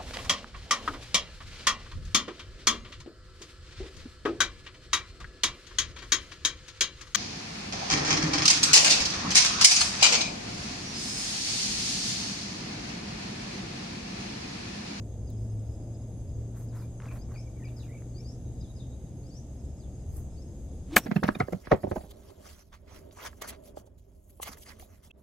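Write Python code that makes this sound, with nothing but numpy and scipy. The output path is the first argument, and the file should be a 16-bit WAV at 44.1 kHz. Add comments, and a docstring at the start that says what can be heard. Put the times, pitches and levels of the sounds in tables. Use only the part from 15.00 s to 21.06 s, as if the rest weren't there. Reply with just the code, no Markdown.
"""A golfer's iron shot, heard from the grass at dusk: a whoosh, tearing turf, the crack of the ball, flying grass.
The whoosh is a tone and hiss that follow the club's speed; hard blows ring the head; filtered noise makes the turf.
Before it the golfer steps up, grounds the iron and brushes it back: noise bursts for soles, blades and stems.
Birds whistle and chip as gliding tones with an echo from the trees; insects buzz as narrow bands of noise.
Behind them a far engine slowly speeds up, a wavering tone and its octave over a low rumble."""
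import sys
import numpy as np
from scipy import signal
from scipy.fft import rfft, irfft, next_fast_len
from scipy.io import wavfile

SR = 44100
rng = np.random.default_rng(int(sys.argv[2]) if len(sys.argv) > 2 else 0)


def output_pcm(signal):
    """Save a mono or channel-first signal as 16-bit PCM at the path in sys.argv[1].

    Samples are clipped to [-1, 1] before scaling.
    """
    pcm = np.clip(np.atleast_2d(signal).T, -1, 1) * 32767
    wavfile.write(sys.argv[1], SR, np.round(pcm).astype(np.int16))


N = 267246
TIME = np.arange(N) / SR   # seconds
CUTOFF_HZ = 15750   # top of the audible band here


def from_db(db):
    """Turn decibels into a gain."""
    return 10 ** (np.asarray(db) / 20)


def rms_one(x):
    """Scale a sound to an average (rms) strength of 1."""
    return x / np.sqrt(np.mean(x ** 2) + 1e-20)


def colour(x, spectrum):
    """Shape a sound by an outline of (pitch_hz, level_db) points, then scale it to rms 1."""
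    hz, db = np.transpose(spectrum)
    size = next_fast_len(N)
    log_hz = np.log(np.fft.rfftfreq(size, 1 / SR) + 1)
    # beyond both ends of the outline the level keeps falling
    skirts_db = 20 * np.abs(log_hz - np.clip(log_hz, np.log(hz[0]), np.log(hz[-1])))
    gain = from_db(np.interp(log_hz, np.log(hz), db) - skirts_db)
    return rms_one(irfft(rfft(x, size) * gain, size)[..., :N])


def bandpass(x, low_hz, high_hz):
    """Keep mainly the sound between two pitches."""
    return signal.sosfilt(signal.butter(2, [low_hz, high_hz], "band", fs=SR, output="sos"), x)


def drift(rate):
    """Wander at random with rms 1, through a given number of chance values per second."""
    knots = rng.standard_normal(int(N / SR * rate) + 2)
    return rms_one(np.interp(TIME * rate, np.arange(len(knots)), knots))


def panned(x, pan_db):
    """Make the left louder than the right by pan_db."""
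    return x * from_db(np.array([[.5], [-.5]]) * pan_db)


def pair(likeness, pan_db=0):
    """White noise at two microphones: likeness 1 is the same in both, -1 is opposite."""
    mid, side = rng.standard_normal((2, N))
    c = np.clip(likeness, -1, 1)
    both = np.sqrt(1 + c) * mid + np.sqrt(1 - c) * side * [[1], [-1]]
    return panned(both, pan_db) / np.sqrt(2)


def placed(x, pan_db, lead_s):
    """A point source reaches the left microphone lead_s earlier (later if negative)."""
    right = np.interp(TIME - lead_s, TIME, x)
    return panned(np.array([x, right]), pan_db)


def grains(likeness, per_s, spread_db):
    """Noise of uneven strength stands for countless tiny breaks of different sizes."""
    return pair(likeness) * from_db(spread_db * np.clip(drift(per_s), -2, 2))


def burst(start, attack, hold, fall_db_per_s):
    """A loudness that swells, holds, then dies away."""
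    age = TIME - start
    return np.clip(age / attack, 0, 1) * from_db(-fall_db_per_s * np.maximum(age - attack - hold, 0))


def traffic(waver_db=2.2, patchy_db=0.6, octave_db=-22, gust_db=0.9):
    """Rumble, exhaust drone and tyre roar from afar, with one engine's firing tone wavering in the air."""
    # noise outlines: pitch_hz, level_db (per Hz, shape only)
    rumble_outline = [(20,-8.5),(40,-9),(65,1.5),(85,-3.5),(110,-9.5),(135,-8.5),(170,-15.5),(260,-40.5)]
    drone_outline = [(120,-7),(170,0.5),(240,-0.5),(330,-4.5),(420,-9.5),(520,-11),(800,-40)]
    roar_outline = [(350,-12),(500,-2),(620,2.5),(790,-5),(1000,-15.5),(1400,-24),(2500,-34)]
    # moments when the traffic surges: peak_s (middle of the swell), rumble_gain_db, roar_gain_db
    surges = [(.85,1,3),(1.35,2,-1.5),(2.27,1,2),(3.571,5,0),(5.19,6,2.5)]
    surge_s = 0.15
    # the engine nears its top firing rate, and fades ever faster as it drives off
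    start_hz, top_hz, speedup_s = 106, 137.5, 5.2
    engine_db, fade_db_per_s, gone_s = -38, 1.8, 5.0
    # the drone and the tyre roar recede slowly
    rumble_db, exhaust_db, tyre_db, recede_db_per_s = -41.7, -47, -59.7, 0.45

    hz = top_hz + (start_hz - top_hz) * np.exp(-TIME / speedup_s)
    tone_db = engine_db - fade_db_per_s * TIME - 20 * np.log10(1 + (TIME / gone_s) ** 10)
    receding_db = -recede_db_per_s * TIME
    low_db = rumble_db + gust_db * drift(7)
    roar_db = tyre_db + receding_db
    for s, rumble_gain_db, roar_gain_db in surges:
        swell = np.exp(-((TIME - s) / surge_s) ** 2)
        low_db = low_db + rumble_gain_db * swell
        roar_db = roar_db + roar_gain_db * swell

    phase = 2 * np.pi * np.cumsum(hz + 1.27 * drift(11)) / SR
    engine = np.sin(phase) + from_db(octave_db + 3.55 * drift(5.7)) * np.sin(2 * phase)
    engine = np.sqrt(2) * engine * from_db(tone_db + waver_db * drift(10))
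    rumble = from_db(low_db) * colour(pair(0.97), rumble_outline)
    drone_db = exhaust_db + receding_db + patchy_db * drift(12)
    drone = from_db(drone_db) * colour(pair(0.98), drone_outline)
    roar = from_db(roar_db) * colour(pair(0.94), roar_outline)
    return panned(engine + rumble + drone + roar, pan_db=0.65)


def insects(throb_db=1.3):
    """Many buzzers blur into a narrow band of noise for each kind, over a faint airy hiss."""
    # outline of the airy hiss: pitch_hz, level_db (per Hz, shape only)
    air_outline = [(500,12),(1300,2),(2000,-0.5),(3000,-0.5),(4300,-9.5),(6000,-6),(8500,-41),(12000,-25),(16000,-28)]
    # insect choruses: pitch_hz, width_hz, level_db, left-right likeness (-1 to 1), pan_db
    choruses = [(3620,680,-80,0.15,4.5),(4980,750,-77,0.16,4),(6397,255,-68.5,-0.033,1),(6830,500,-71.5,-0.23,-0.5),(7680,190,-73.5,-0.34,-2.5),
                (8030,85,-76.5,-0.13,0),(9800,970,-78.5,-0.63,0.5),(10530,670,-74,-0.59,-6),(13120,690,-78.5,-0.66,3)]
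    out = from_db(-70.5) * colour(pair(0.59), air_outline)
    for hz, width, db, likeness, pan_db in choruses:
        buzz = bandpass(pair(likeness, pan_db), hz - width / 2, hz + width / 2)
        out += from_db(db + throb_db * drift(20)) * rms_one(buzz)
    return out


def faint_calls_and_echoes(blur=0.023, flutter_db=5.5):
    """Faint far bird calls and lingering echoes of nearer birds, as narrow fluttering bands of noise."""
    # faint calls and echoes: start_s, level_db (before swell and flutter), length_s, pitch_hz
    faint_sounds = [(0.25,-73,0.55,5100),(.75,-77,.35,5000),(1.262,-70,0.048,5000),(2.19,-79,0.55,2280),(3.362,-75.5,0.77,3800),(4.55,-76,0.32,5330),(5.27,-76,.28,5170),(5.99,-59.5,.065,5600)]
    out, air = np.zeros((2, N)), pair(0.35, pan_db=4.5)
    for s, db, length, hz in faint_sounds:
        band = rms_one(bandpass(air, hz * (1 - blur), hz * (1 + blur)))
        swell = np.sqrt(np.abs(np.sin(np.pi * np.clip((TIME - s) / length, 0, 1))))
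        out += from_db(db) * swell * band
    return out * from_db(flutter_db * drift(40))


def trees(x, t60=0.34, first_s=.02, leaves=0.11, trunks=0.64):
    """An echo from the tree line and a thin scatter from trunks and leaves."""
    age = TIME[:SR // 2]
    scatter = rng.standard_normal((2, len(age))) * from_db(-60 * age / t60) * (age > .006)
    response = leaves * scatter * np.sqrt(4000 / SR)
    response[:, int(first_s * SR)] += trunks
    return signal.fftconvolve(x[None], response, axes=1)[:, :N]


def phrases(calls, first_length, second_length, first_pitch, second_db, first_echo, second_echo):
    """A light, slightly flat first note, then a fuller one that carries further into the trees."""
    notes = []
    for s, db, *gaps in calls:
        notes.append((s, db, first_length, first_pitch, first_echo))
        for gap in gaps:
            notes.append((s + gap, db + second_db, second_length, 1, second_echo))
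    return notes


def chips(stretch=1.54, echo=0.61):
    """The lower a chip, the longer it lasts."""
    # the second bird's chips: start_s, level_db (before the note's own levels), pitch ratio
    chip_calls = [(1.815,-66.5,0.98),(2.078,-55.5,1),(2.348,-58,0.97),(2.587,-64,0.8),(2.633,-54,1),
                  (2.825,-63.5,1.07),(2.873,-63,.88),(2.936,-60.5,0.98),(3.172,-69,0.99)]
    return [(s, db, pitch ** -stretch, pitch, echo) for s, db, pitch in chip_calls]


def bird(note, calls, pan_db, lead_s, waver=0.0114, flutter_db=3.5):
    """A near-pure whistle repeats one gesture, a little different each time."""
    s, hz, db = np.transpose(note)
    direct, far = np.zeros((2, N))
    wobble, flutter = 1 + waver * drift(250), flutter_db * drift(130)
    # length and pitch are ratios that stretch and shift the note
    for start, level_db, length, pitch, echo in calls:
        on = (TIME > start) & (TIME < start + s[-1] * length)
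        age = (TIME[on] - start) / length
        phase = 2 * np.pi * np.cumsum(pitch * np.interp(age, s, hz) * wobble[on]) / SR
        loudness = from_db(level_db + np.interp(age, s, db) + flutter[on])
        call = np.sin(phase) * loudness * signal.windows.tukey(len(age), .1)
        direct[on] += call
        far[on] += echo * call
    return placed(direct, pan_db, lead_s) + trees(far)


def press(start, length, attack_s=.03, release_s=.02):
    """Weight comes onto a sole, stays, and eases off."""
    age = TIME - start
    return np.clip(age / attack_s, 0, 1) * np.exp(-np.maximum(age - length + release_s, 0) / release_s)


def footwork(snap_t60=0.0049, clump_db=3.0):
    """Soles crush the turf in clumps, blades brush along shoe and club, and a few stems snap."""
    # noise outlines: pitch_hz, level_db (per Hz, shape only)
    crunch_outline = [(250,-7),(600,5),(1200,3),(1900,-2),(2700,-16),(5000,-16.5),(8000,-19),(16000,-47)]
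    swish_outline = [(1500,-27),(4000,-25),(7500,0.5),(10500,4),(13500,4),(16000,-8)]
    # shoes press the turf: start_s, length_s, crunch_db, swish_db (blades)
    steps = [(1.53,.115,-62,-60),(1.72,.125,-56.5,-62.5),(1.998,.1,-52.5,-69),(2.09,.095,-56.5,-61.5),(2.28,.09,-57.5,-69)]
    # the club head brushes the grass: peak_s, fade_s (of the power, each side), swish_db, crunch_db
    brushes = [(2.796,0.11,-68,-67.5),(5.173,.016,-51,-64)]
    # snapping stems and small knocks: start_s, peak_db, pitch_hz (middle of the band)
    snap_list = [(.303,-46,10500),(2.002,-38,1450),(2.021,-43,1900),(2.057,-42,1150),(2.114,-46,1100),(3.021,-49,1400)]
    swish_lag_s = .015
    snap_width = .45   # natural-log pitch steps to either side

    crunch_power, swish_power, snaps = np.zeros((3, N))
    for s, length, crunch_db, swish_db in steps:
        crunch_power += (press(s, length) * from_db(crunch_db)) ** 2
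        swish_power += (press(s + swish_lag_s, length) * from_db(swish_db)) ** 2
    for s, fade, swish_db, crunch_db in brushes:
        stroke = np.exp(-np.abs(TIME - s) / fade)
        crunch_power += stroke * from_db(crunch_db) ** 2
        swish_power += stroke * from_db(swish_db) ** 2
    for s, db, hz in snap_list:
        snap = rng.standard_normal(SR // 20) * from_db(-60 * TIME[:SR // 20] / snap_t60)
        snap = bandpass(snap, hz * np.exp(-snap_width), min(hz * np.exp(snap_width), CUTOFF_HZ))
        snaps[int(s * SR):int(s * SR) + len(snap)] += from_db(db) * snap / np.abs(snap).max()

    clumps = grains(0.94, per_s=400, spread_db=1.0) * from_db(clump_db * drift(90))
    crunch = np.sqrt(crunch_power) * colour(clumps, crunch_outline)
    swish = np.sqrt(swish_power) * colour(grains(-0.55, per_s=900, spread_db=3.5), swish_outline)
    return crunch + swish + snaps


def whoosh(rough_db=2.5, speed_power=3):
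    """The shaft sheds vortices at a pitch that follows its speed; the head hisses; both grow with nearness."""
    # outline of the head's hiss: pitch_hz, level_db (per Hz, shape only)
    hiss_outline = [(300,-14),(700,7),(1500,-1),(2300,-1.5),(3800,-2),(5000,-8),(8000,-14),(16000,-26)]
    pass_s, speedup_s, slowdown_s = 5.941, .11, .15
    whistle_hz, whistle_db, hiss_db = 317.3, -34, -46   # at full speed, before waver and roughness
    shaft_near_s, head_near_s = .018, .009   # how long each stays close

    since = TIME - pass_s
    speed = np.exp(-(since / np.where(since < 0, speedup_s, slowdown_s)) ** 2)   # 1 at its fastest
    phase = 2 * np.pi * np.cumsum(whistle_hz * speed * (1 + .08 * drift(200))) / SR
    whistle = np.sin(phase) * from_db(whistle_db + rough_db * drift(120))
    whistle = whistle / np.hypot(1, since / shaft_near_s)
    hiss = from_db(hiss_db) * colour(pair(0.95), hiss_outline) / np.hypot(1, since / head_near_s)
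    return speed ** speed_power * (whistle + hiss)


def ring(since, hz, t60):
    """One ringing tone of a struck body, falling 60 dB in t60 seconds."""
    age = np.maximum(since, 0)
    return np.sin(2 * np.pi * hz * age) * from_db(-60 * age / t60)


def strike(contact_s=0.00013):
    """Roots tear and soil thuds while hard blows crack and set head and ball ringing; then grass rains down."""
    # noise outlines: pitch_hz, level_db (per Hz, shape only)
    soil_outline = [(60,-16),(140,-5.5),(270,4),(420,-3),(660,0),(1200,-5),(1900,-7),(3000,-23),(6000,-41)]
    tearing_outline = [(800,-47),(2500,6.5),(4500,-0.5),(6500,0),(8000,4),(11000,-1),(13500,5),(16000,-6)]
    # roots rip as the sole enters and again as the divot comes free: start_s, level_db
    rips = [(5.9603,-15.5),(5.9765,-32)]
    # a low crack, a brighter harder one, then a weaker one, each ringing the head:
    # start_s, ring_db (added to each tone's level), crack_db, crack_hz, crack_rise_s
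    blows = [(5.9656,-7,-1.5,1370,0.00019),(5.9675,-1,2.5,1980,0.00039),(5.9691,-13,-6,1620,0.00087)]
    # ringing tones of head and ball: pitch_hz, level_db (before the blow's ring_db), t60_s
    club_tones = [(300,-27,.05),(490,-24,.035),(790,-23,.035),(1095,-22,.04),(1310,-22,.035),(1595,-19,.03),(2270,-18,.035),(2806,-20,.03),(3932,-27,.035),(5455,-30,.04)]
    divot_s = 5.9603   # the sole enters the turf
    soil_db, tear_fall, patter_db = -19.5, 1150, -59.5   # tear_fall in dB per second
    clods_db = -58   # crumbs of soil fall with the grass

    thud = from_db(soil_db) * burst(divot_s, attack=.008, hold=.006, fall_db_per_s=1100)
    tear = sum(from_db(db) * burst(s, .005, .0005, tear_fall) for s, db in rips)
    patter = burst(divot_s, attack=0.029, hold=.08, fall_db_per_s=100)
    soil = np.hypot(thud, from_db(clods_db) * patter) * colour(pair(1.0, pan_db=0.3), soil_outline)
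    shreds = colour(grains(0.7, per_s=1100, spread_db=2.0), tearing_outline)
    tearing = np.hypot(tear, from_db(patter_db) * patter) * shreds

    clack = np.zeros(N)
    for s, ring_db, crack_db, crack_hz, rise in blows:
        on = TIME >= s
        age = TIME[on] - s
        modes = sum(from_db(db) * ring(age, hz, t60) for hz, db, t60 in club_tones)
        # the contact force swells and collapses within a few cycles
        force = (age / rise) ** 2 * np.exp(2 - 2 * age / rise)
        crack = from_db(crack_db) * force * np.sin(2 * np.pi * crack_hz * age)
        clack[on] -= crack + from_db(ring_db) * modes * (1 - np.exp(-age / contact_s))
    return soil + panned(tearing, pan_db=0.5) + placed(clack, pan_db=1.0, lead_s=.000015)


def scene():
    """Everything that sounds on the fairway."""
    # bird notes, before each call shifts them: start_s (from the note's start), pitch_hz, level_db
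    rise_note = [(0,4450,-13),(.02,4700,-2),(.05,5150,0),(.075,5700,-1),(.1,6100,-12)]
    fall_note = [(0,5180,-18),(.015,5130,5.5),(.033,4550,-4.5),(.052,3740,-1.5),(.08,3300,-14),(.12,2940,-27)]
    chip_note = [(0,2825,-21),(.012,2443,4.5),(.024,2250,-3.5),(.036,2400,-4.5),(.055,2800,-13)]
    # the whistler's calls: start_s, level_db (before the note's own), gap_s to a second note if any
    rise_calls = [(2.173,-67,.164),(3.139,-60.5,0.094),(4.222,-66,.078),(5.359,-64)]
    fall_calls = [(0.263,-66.5),(1.675,-71.5,0.099),(2.642,-67.5,0.1152),(3.600,-66,.152),(4.786,-67),(6.5,-64.5)]
    rises = phrases(rise_calls, first_length=.95, second_length=.97, first_pitch=.97, second_db=5,
                    first_echo=0.29, second_echo=.85)
    falls = phrases(fall_calls, first_length=0.93, second_length=.96, first_pitch=.98, second_db=3.5,
                    first_echo=.45, second_echo=.95)
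    whistlers = bird(rise_note, rises, pan_db=7.5, lead_s=.00004)
    whistlers = whistlers + bird(fall_note, falls, pan_db=7, lead_s=.00004)
    chipper = bird(chip_note, chips(), pan_db=2.0, lead_s=-0.000032, waver=0.021, flutter_db=5.0)
    birds = from_db(1) * whistlers + from_db(-.5) * chipper + faint_calls_and_echoes()
    return traffic() + insects() + birds + footwork() + whoosh() + strike()


def record(dry):
    """The loudest peaks are flattened just under full scale and the top is cut."""
    rounded = dry / (1 + (dry / .93) ** 6) ** (1 / 6)
    return signal.sosfilt(signal.ellip(10, .1, 90, CUTOFF_HZ, fs=SR, output="sos"), rounded)


dry = scene()
out = record(dry)
output_pcm(out)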